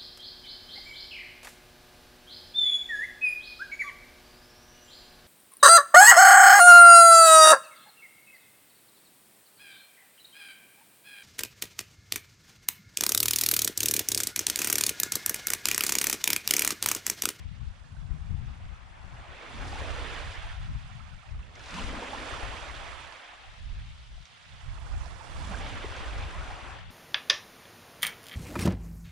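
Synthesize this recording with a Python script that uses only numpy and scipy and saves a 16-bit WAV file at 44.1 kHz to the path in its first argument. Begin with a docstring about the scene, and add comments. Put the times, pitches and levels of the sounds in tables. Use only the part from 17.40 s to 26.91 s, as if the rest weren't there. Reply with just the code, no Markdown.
"""Small waves on sand in gusty wind

Three small waves break close by: shaped noise and bubble swarms make the foam and its draining wash.
Trapped air is rising resonant noise, clear bubbles are damped rings, splashes and slaps are noise bursts.
Wind buffets two microphone ports, each in its own way: low noise shaped by gusts and quick shoves."""
import sys
import numpy as np
from scipy import signal
from scipy.io import wavfile
from scipy.ndimage import uniform_filter1d

SR = 44100
rng = np.random.default_rng(int(sys.argv[2]) if len(sys.argv) > 2 else 0)


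def inscribe(sig):
    """Save sig as 16-bit PCM at rate SR to the path in sys.argv[1].

    A 1-D sig is mono; a 2-D sig holds one channel per row.
    Samples are clipped to [-1, 1] before scaling.
    """
    pcm = np.round(np.clip(np.atleast_2d(sig).T, -1, 1) * 32767)
    wavfile.write(sys.argv[1], SR, pcm.astype(np.int16))


N = 419203

# surf curves: (time [s], 600-3200 Hz level [dB], gurgle [dB], spray [dB], left over right [dB],
# 280-560 Hz roar level [dB])
SURF_CURVES = [(0.0, -57.5, -1, -11, 1, -70), (0.08, -61, -4, -9, -4, -77),
               (0.58, -60.5, 0.5, -9.5, -6, -76), (1.05, -56.5, -2, -12, -3, -73.5),
               (1.53, -55.5, -.5, -14, 0.5, -70), (1.74, -53.5, 0, -12.5, -0.5, -68.5),
               (1.93, -49.5, -2.5, -15.5, -3.5, -59.5), (2.3, -44.5, -1, -9.5, -3, -53.5),
               (2.43, -42.5, -2, -11.5, -4, -49), (2.81, -43, -2.5, -12, -5.5, -54),
               (3.1, -48, -2.5, -12.5, -4, -67.5), (3.31, -53.5, -2.5, -11.5, -4.5, -78),
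               (3.6, -55.5, -2, -11.5, -8.5, -82), (4.1, -58.5, -2, -11.5, -4, -66),
               (4.37, -41, -2, -9.5, -2, -53.5), (4.52, -42.5, -1.5, -12, -2.5, -50.5),
               (4.92, -41, -1.5, -11.5, -6, -50.5), (5.6, -47, -2, -11.5, -7, -61.5),
               (5.92, -50.5, -2.5, -13.5, -2, -70), (6.19, -56, -3.5, -9, -0.5, -73),
               (6.41, -55.5, -9, -9.5, -3, -78), (6.75, -60, -8, -6.5, -2, -78),
               (7.17, -55.5, -3, -8.5, -6, -75), (7.36, -54.5, -1.5, -9.5, -9, -69.5),
               (7.53, -52.5, 6, -9, -11, -62), (7.78, -53, -1, -9, -11, -66),
               (8.07, -45.5, 3, -9, -7, -56.5), (8.23, -42.5, -2.5, -12, -4.5, -52),
               (9.3, -45.5, -0.5, -13, -0.5, -56), (9.45, -54, -4, -13, 2, -73)]
# colour of breaking foam: (frequency [Hz], relative density [dB per Hz])
BREAK_COLOUR = [(150, -34), (220, -4.5), (440, -7.5), (810, -4), (1350, -4.5), (1940, -7), (2740, -8.5),
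                (3060, -10.5), (3450, -9.5), (3900, -15.5), (9800, -27), (10800, -42), (14500, -51),
                (15500, -58)]
# colour of draining wash: (frequency [Hz], relative density [dB per Hz])
DRAIN_COLOUR = [(150, -23.5), (500, -17), (700, -6.5), (1000, -6.5), (1600, -5.5), (2700, -6), (3500, -5.5),
                (4000, -11), (9800, -24.5), (10800, -37), (15500, -54)]
# left-right likeness of a wave breaking close by: (frequency [Hz], correlation [-1..1])
NEAR_LIKENESS = [(60, -0.04), (150, 0.17), (380, 1), (950, 0.44), (2380, 0.69), (5970, 0.65),
                 (15000, -0.43)]
# left-right likeness of the spread-out wash between waves: (frequency [Hz], correlation [-1..1])
LULL_LIKENESS = [(60, 0.04), (240, 0.46), (950, 0.0062), (3770, 0.44), (15000, 0.0043)]
# phase by which left leads in the surf: (frequency [Hz], lead [rad])
LEFT_LEAD = [(400, 0), (1120, .4), (4650, -.2), (7240, -1.2), (11600, -5)]
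# lean of the surf to the left, added to its pan: (frequency [Hz], left over right [dB])
LEFT_LEAN = [(180, 7), (550, 0.5), (1650, 0), (5000, 2.5), (15000, 0.5)]
# wind on the ports: (time [s], relative strength [dB], left over right [dB], small fast eddies [dB])
WIND_CURVES = [(0.0, -42.5, 12, -1.5), (0.2, -44.5, 14, -6), (0.28, -35.5, 16, -6.5), (0.34, -49, 11, -2.5),
               (0.53, -51, 6, -1.5), (0.6, -40, 14, -9), (0.7, -36.5, 16, -7), (0.8, -40, 12, -6),
               (0.93, -35.5, 14, -3), (1.05, -36, 13, -3.5), (1.15, -47.5, 10, -1.5), (1.27, -43, 6, -5),
               (1.4, -54, 8, -7), (1.78, -49.5, 5.5, -5.5), (2.08, -55.5, 7, -8.5),
               (2.15, -43.5, 0.5, -2.5), (2.59, -38.5, -1.5, -11.5), (2.78, -45, -2.5, -8.5),
               (3.18, -40.5, 1, -10.5), (3.3, -39.5, 8, -1), (3.39, -37.5, 6, -7.5), (3.52, -49, 5, -2.5),
               (3.76, -45.5, 8, -6.5), (3.83, -60, 7, -2), (3.94, -38.5, 6.5, -8), (4.1, -53.5, -4, -3),
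               (4.3, -53.5, 5, -11), (4.44, -39, 5, -10), (4.66, -53, 5, -8.5), (5.1, -43, 13, -7.5),
               (5.62, -54, -2.5, -8.5), (5.84, -73, 4, -8), (6.33, -39, -3.5, -9.5), (6.65, -52.5, 2.5, -7),
               (6.77, -44, 1, -13), (6.96, -72, 2, 15), (7.22, -43.5, -3, -10.5), (7.6, -38, -3, -10),
               (7.83, -53.5, -1, -7), (7.97, -38, -5, -5.5), (8.58, -44.5, 1, -9), (8.74, -38.5, -4, -10),
               (9.05, -42, 2, -7.5), (9.2, -49, 7, -7), (9.51, -44.5, 4, -3)]
# colour of a strong gust: (frequency [Hz], relative density [dB per Hz])
GUST_COLOUR = [(5.9, -55), (10, -11), (51, 7.5), (87, 0), (102, -1.5), (139, -8), (173, -12.5),
               (321, -34.5), (379, -37.5), (500, -38.5), (650, -66), (1100, -120)]
# clear single bubbles: (time [s], peak [dB], pitch [Hz], left over right [dB])
CLEAR_BUBBLES = [(0.441, -54, 1640, -6.0), (0.566, -55, 1490, -15), (1.786, -47, 730, 0.0),
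                 (2.329, -36, 750, -8), (2.356, -34, 820, -5), (2.419, -35.5, 506, 0),
                 (3.499, -51, 725, -11), (3.603, -48, 1240, -12), (3.782, -56, 2300, -6),
                 (3.832, -52, 1280, -8), (3.842, -54, 745, -7), (3.891, -52, 2380, -6),
                 (3.946, -51, 1190, -5), (3.991, -53, 1110, -10), (4.029, -53.5, 2570, -14),
                 (4.158, -49, 2030, -7), (4.196, -48, 1640, -2.5), (4.205, -46, 1400, -2.5),
                 (4.383, -32.5, 970, -4), (4.437, -38, 2020, 1), (4.588, -34.5, 650, -4),
                 (4.625, -35.5, 875, -6), (4.732, -34, 810, -17), (4.746, -38, 950, -15),
                 (4.755, -41, 1320, -10), (4.777, -38, 1740, -6), (6.779, -54, 690, 3),
                 (7.379, -52, 880, -13), (7.465, -50, 1420, -14), (7.497, -54, 730, -8),
                 (7.514, -51, 1170, -12), (7.548, -48, 730, -10), (7.607, -46, 1190, -14),
                 (7.65, -50, 920, -12), (7.662, -44.5, 655, -9), (7.809, -46.5, 870, -21),
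                 (8.144, -34, 1520, -6.5), (8.444, -30.5, 393, -1), (8.522, -40, 970, -4),
                 (9.107, -39.5, 764, 5)]
# splashes of thrown droplets: (time [s], peak [dB], left over right [dB])
SPLASHES = [(2.012, -56, -2.5), (4.153, -43, 0.0), (4.193, -41.5, -1.5), (4.238, -40, 1), (4.258, -39, 0.0),
            (4.306, -38, 1), (4.34, -33.5, -0.5), (5.722, -47, -20), (6.825, -50, -2), (6.853, -43, -4),
            (7.657, -46, -15), (8.563, -38, -1.5), (8.779, -44, -7)]
# air trapped under falling crests: (time [s], length [s], starting level [dB], starting pitch [Hz])
AIR_POCKETS = [(2.081, 0.66, -49.5, 214.4), (4.28, 0.65, -40.5, 179), (7.999, 0.62, -45, 180)]
# slaps of water on water: (time [s], peak [dB], left over right [dB])
WATER_SLAPS = [(4.06, -53, -2), (8.427, -36, -1)]

# gurgle and spray at which each foam colour holds
BREAK_GURGLE_DB, DRAIN_GURGLE_DB = -1.5, -3.5
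BREAK_SPRAY_DB, DRAIN_SPRAY_DB = -11.5, -8.5
PLOP_SPAN_S, PLOP_RISE = 0.0046, 0.04  # envelope time scale; fractional pitch climb per span
POCKET_RISE_OCT, POCKET_FADE_DB = 0.7, -16.5  # over the life of a pocket
SLAP_T60_S = 0.052
EDGE_HZ = 15300


def gain_of(db):
    """Decibels to amplitude."""
    return 10 ** (np.asarray(db) / 20)


def evened(x):
    """Scaled to rms 1."""
    return x / np.sqrt(np.mean(x ** 2) + 1e-20)


def read(points, hz):
    """A spectrum table read on a log-frequency axis."""
    f, value = np.transpose(points)
    return np.interp(np.log(hz + 1), np.log(f + 1), value)


def follow(rows, t):
    """Every column of a curve table read at the times t."""
    s, *columns = np.transpose(rows)
    return [np.interp(t, s, c) for c in columns]


def add(mix, s, sound):
    """Mixes a sound in at s seconds."""
    part = mix[:, round(s * SR):][:, :sound.shape[1]]
    part += sound[:, :part.shape[1]]


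def panned(sound, db, pan_db):
    """A mono sound at a level, its pan split evenly between left and right."""
    return gain_of([[db + pan_db / 2], [db - pan_db / 2]]) * sound


def patches(shape, bins, frames):
    """Random blotches over frequency and time, rms 1."""
    z = rng.standard_normal(shape)
    for _ in range(2):
        z = uniform_filter1d(z, size=bins, axis=-2)
        z = uniform_filter1d(z, size=frames, axis=-1)
    return evened(z)


def bubble(hz, cycles, rise):
    """A damped ring whose pitch climbs as the bubble nears the surface, peak about 1."""
    u = np.arange(int(3 * cycles / hz * SR) + 8) * hz / cycles / SR  # time in spans
    envelope = 2 * np.e * u * np.exp(-2 * u)
    return envelope * np.sin(2 * np.pi * cycles * (u + rise * u ** 2 / 2))


def swarm(count, lo_hz, hi_hz, cycles, spread_db, slope):
    """Bubbles of random size, strength and place, spread over two streams, rms 1."""
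    small, long = rng.random(size=(2, 400))
    hz = lo_hz * (hi_hz / lo_hz) ** small
    kinds = [(f / 1000) ** slope * bubble(f, cycles * (0.43 + l), 0.039) for f, l in zip(hz, long)]
    out = np.zeros((2, N))
    for when, kind, loud, place in rng.random((count, 4)):
        side = np.array([[np.cos(np.pi * place)], [np.sin(np.pi * place)]])
        gain = gain_of(-spread_db * np.log(1 - 0.98 * loud))  # few are loud
        add(out, when * N / SR, gain * side * kinds[int(kind * len(kinds))])
    return evened(out)


def foam():
    """Hiss of the finest bubbles, gurgling larger ones, scattered blips and crackling spray."""
    hiss = rng.standard_normal((2, N))
    gurgle = swarm(count=10000, lo_hz=448.7, hi_hz=4995, cycles=7.5, spread_db=2.0, slope=0.66)
    blips = swarm(count=700, lo_hz=602.0, hi_hz=2808, cycles=11.9, spread_db=2.5, slope=0.63)
    crackle = swarm(count=3000, lo_hz=3840, hi_hz=10460, cycles=3.6, spread_db=0.5, slope=1.0)
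    return hiss + gain_of(-13.0) * gurgle + gain_of(-23.5) * blips + gain_of(-10.5) * crackle


def blend(share, loud, soft):
    """Linear mix of two settings."""
    return share * loud + (1 - share) * soft


def surf():
    """Foam coloured, swelled and spread over the two ports as each wave rises and drains."""
    hz, t, (a, b) = signal.stft(evened(foam()), SR, nperseg=512, noverlap=384)
    level_db, gurgle_db, spray_db, pan_db, roar_db = follow(SURF_CURVES, t)

    # gurgle sets the share of breaking colour
    breaking = np.clip((gurgle_db - DRAIN_GURGLE_DB) / (BREAK_GURGLE_DB - DRAIN_GURGLE_DB), -0.3, 1.6)
    colour_db = blend(breaking, read(BREAK_COLOUR, hz)[:, None], read(DRAIN_COLOUR, hz)[:, None])

    def band_db(lo_hz, hi_hz):
        power = gain_of(colour_db[(hz > lo_hz) & (hz < hi_hz)]) ** 2
        return 10 * np.log10(power.sum(0) / len(hz))

    octave = np.log2((hz[:, None] + 1) / 1000)
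    low = np.clip((-0.6 - octave) / 0.3, 0, 1)
    high = np.clip((octave - 1.3) / 0.85, 0, 1.3)
    body_db = level_db - band_db(600, 3200)
    deep_db = roar_db - band_db(280, 560)
    spray_lift_db = spray_db - blend(breaking, BREAK_SPRAY_DB, DRAIN_SPRAY_DB)
    colour_db += body_db + low * (deep_db - body_db) + high * spray_lift_db

    # clumps of foam burst in patches, and splashes flicker over wide bands
    lumps_db = 0.42 * patches(a.shape, 5, 9)
    lumps_db += 0.5 * patches(a.shape, 80, 3) + 0.52 * patches(a.shape, 60, 10)
    # below the spray the water sloshes in small lumps
    lumps_db += 1.28 * np.clip(1 - high, 0, 1) * patches(a.shape, 3, 7)

    near = np.clip((level_db + 56.0) / 12, 0, 1)  # a loud wave is one close source
    same = blend(near, read(NEAR_LIKENESS, hz)[:, None], read(LULL_LIKENESS, hz)[:, None])
    same = np.clip(same, -1, 1)
    right = same * a + np.sqrt(1 - same ** 2) * b
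    right = right * np.exp(-1j * read(LEFT_LEAD, hz))[:, None]
    half_gain = gain_of((read(LEFT_LEAN, hz)[:, None] + pan_db) / 2)
    z = np.array([a * half_gain, right / half_gain]) * gain_of(colour_db + lumps_db)
    return signal.istft(z, SR, nperseg=512, noverlap=384)[1][:, :N]


def wind():
    """Eddies push each port on its own; small eddies sound higher than large ones."""
    hz, t, z = signal.stft(rng.standard_normal((2, N)), SR, nperseg=2048, noverlap=1792)
    keep = hz < 900
    low_hz = hz[keep, None]
    small_db = follow(WIND_CURVES, t)[2]
    tilt_db = 0.6 * (small_db + 6) * np.clip(np.log2((low_hz + 1) / 45), 0, 1.3)
    colour_db = read(GUST_COLOUR, low_hz / 2 ** (0.038 * (small_db + 7)))  # small eddies shift it up
    z[:, keep] *= gain_of(colour_db + tilt_db + 1.64 * patches(z[:, keep].shape, 2, 9))
    # the right port sheds the deepest eddies
    z[1, keep] *= gain_of(2.0 * np.clip(np.log2((low_hz + 1) / 55), -1.5, 0))
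    z[:, ~keep] = 0
    rumble = signal.istft(z, SR, nperseg=2048, noverlap=1792)[1][:, :N]
    rumble /= np.sqrt(uniform_filter1d(rumble ** 2, size=8000, axis=1) + 1e-20)  # level evened

    strength_db, pan_db, _ = follow(WIND_CURVES, np.arange(N) / SR)
    # unrelated ports add in power
    port = 2 * gain_of(strength_db) / np.sqrt(1 + gain_of([-2 * pan_db, 2 * pan_db]))
    shoves = patches((2, 1, N // 256 + 2), 1, 5)[:, 0]  # quick shoves within a gust
    shoves = np.array([np.interp(np.arange(N) / 256, np.arange(len(v)), v) for v in shoves])
    # shoves top out; slack moments go deep
    shove_db = 5.9 * np.minimum(np.tanh(shoves / 1.5), 0.6) + 0.73
    return rumble * port * gain_of(shove_db)


def plops():
    """Clear single bubbles, each a damped ring climbing in pitch."""
    out = np.zeros((2, N))
    for s, db, hz, pan_db in CLEAR_BUBBLES:
        add(out, s, panned(bubble(hz, hz * PLOP_SPAN_S, PLOP_RISE), db, pan_db))
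    return out


def burst(envelope, lo_hz, hi_hz):
    """Band-passed noise under an envelope, peak 1."""
    noise = rng.standard_normal(len(envelope)) * envelope
    noise = signal.sosfilt(signal.butter(4, [lo_hz, hi_hz], "bandpass", fs=SR, output="sos"), noise)
    return noise / abs(noise).max()


def splashes():
    """Thrown droplets: puffs of noise with a fast decay and a weaker, slower tail."""
    t = np.arange(3000) / SR
    decay = gain_of(-60 * t / 0.017) + gain_of(-15 - 60 * t / 0.17)
    out = np.zeros((2, N))
    for s, db, pan_db in SPLASHES:
        add(out, s, panned(burst(np.minimum(t / 0.0022, 1) * decay, 1400, 6200), db, pan_db))
    return out


def pocket(length_s, db, start_hz):
    """Noise through a narrow resonance, rising in pitch as the trapped air is squeezed out."""
    life = np.arange(0, 1, 1 / (length_s * SR))
    hz = start_hz * 2 ** (POCKET_RISE_OCT * life ** 0.7)
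    r = np.exp(-np.pi * 90 / SR)
    slow = rng.standard_normal(len(life)) + 1j * rng.standard_normal(len(life))
    for _ in range(2):
        slow = signal.lfilter([1 - r], [1, -r], slow)
    ring = evened((slow * np.exp(2j * np.pi * np.cumsum(hz) / SR)).real)  # moved up to the pitch
    ring = gain_of(db + POCKET_FADE_DB * life) * ring * signal.windows.tukey(len(life), 0.3)
    return panned(ring, 0, -0.8)


def pockets():
    """Gulps of air trapped under each falling crest."""
    out = np.zeros((2, N))
    for s, length_s, db, start_hz in AIR_POCKETS:
        add(out, s, pocket(length_s, db, start_hz))
    return out


def slaps():
    """Water on water: short wide bursts of noise."""
    t = np.arange(3000) / SR
    envelope = np.minimum(t / 0.0084, 1) * gain_of(-60 * t / SLAP_T60_S)
    out = np.zeros((2, N))
    for s, db, pan_db in WATER_SLAPS:
        add(out, s, panned(burst(envelope, 550, 3800), db, pan_db))
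    return out


def scene():
    """Water and wind at the two ports."""
    return surf() + wind() + plops() + splashes() + pockets() + slaps()


def record(dry):
    """Band limit: a linear-phase low-pass at EDGE_HZ."""
    lowpass = signal.firwin(511, EDGE_HZ, window=("kaiser", 9), fs=SR)
    return signal.oaconvolve(dry, lowpass[None], "same")


dry = scene()
out = record(dry)
inscribe(out)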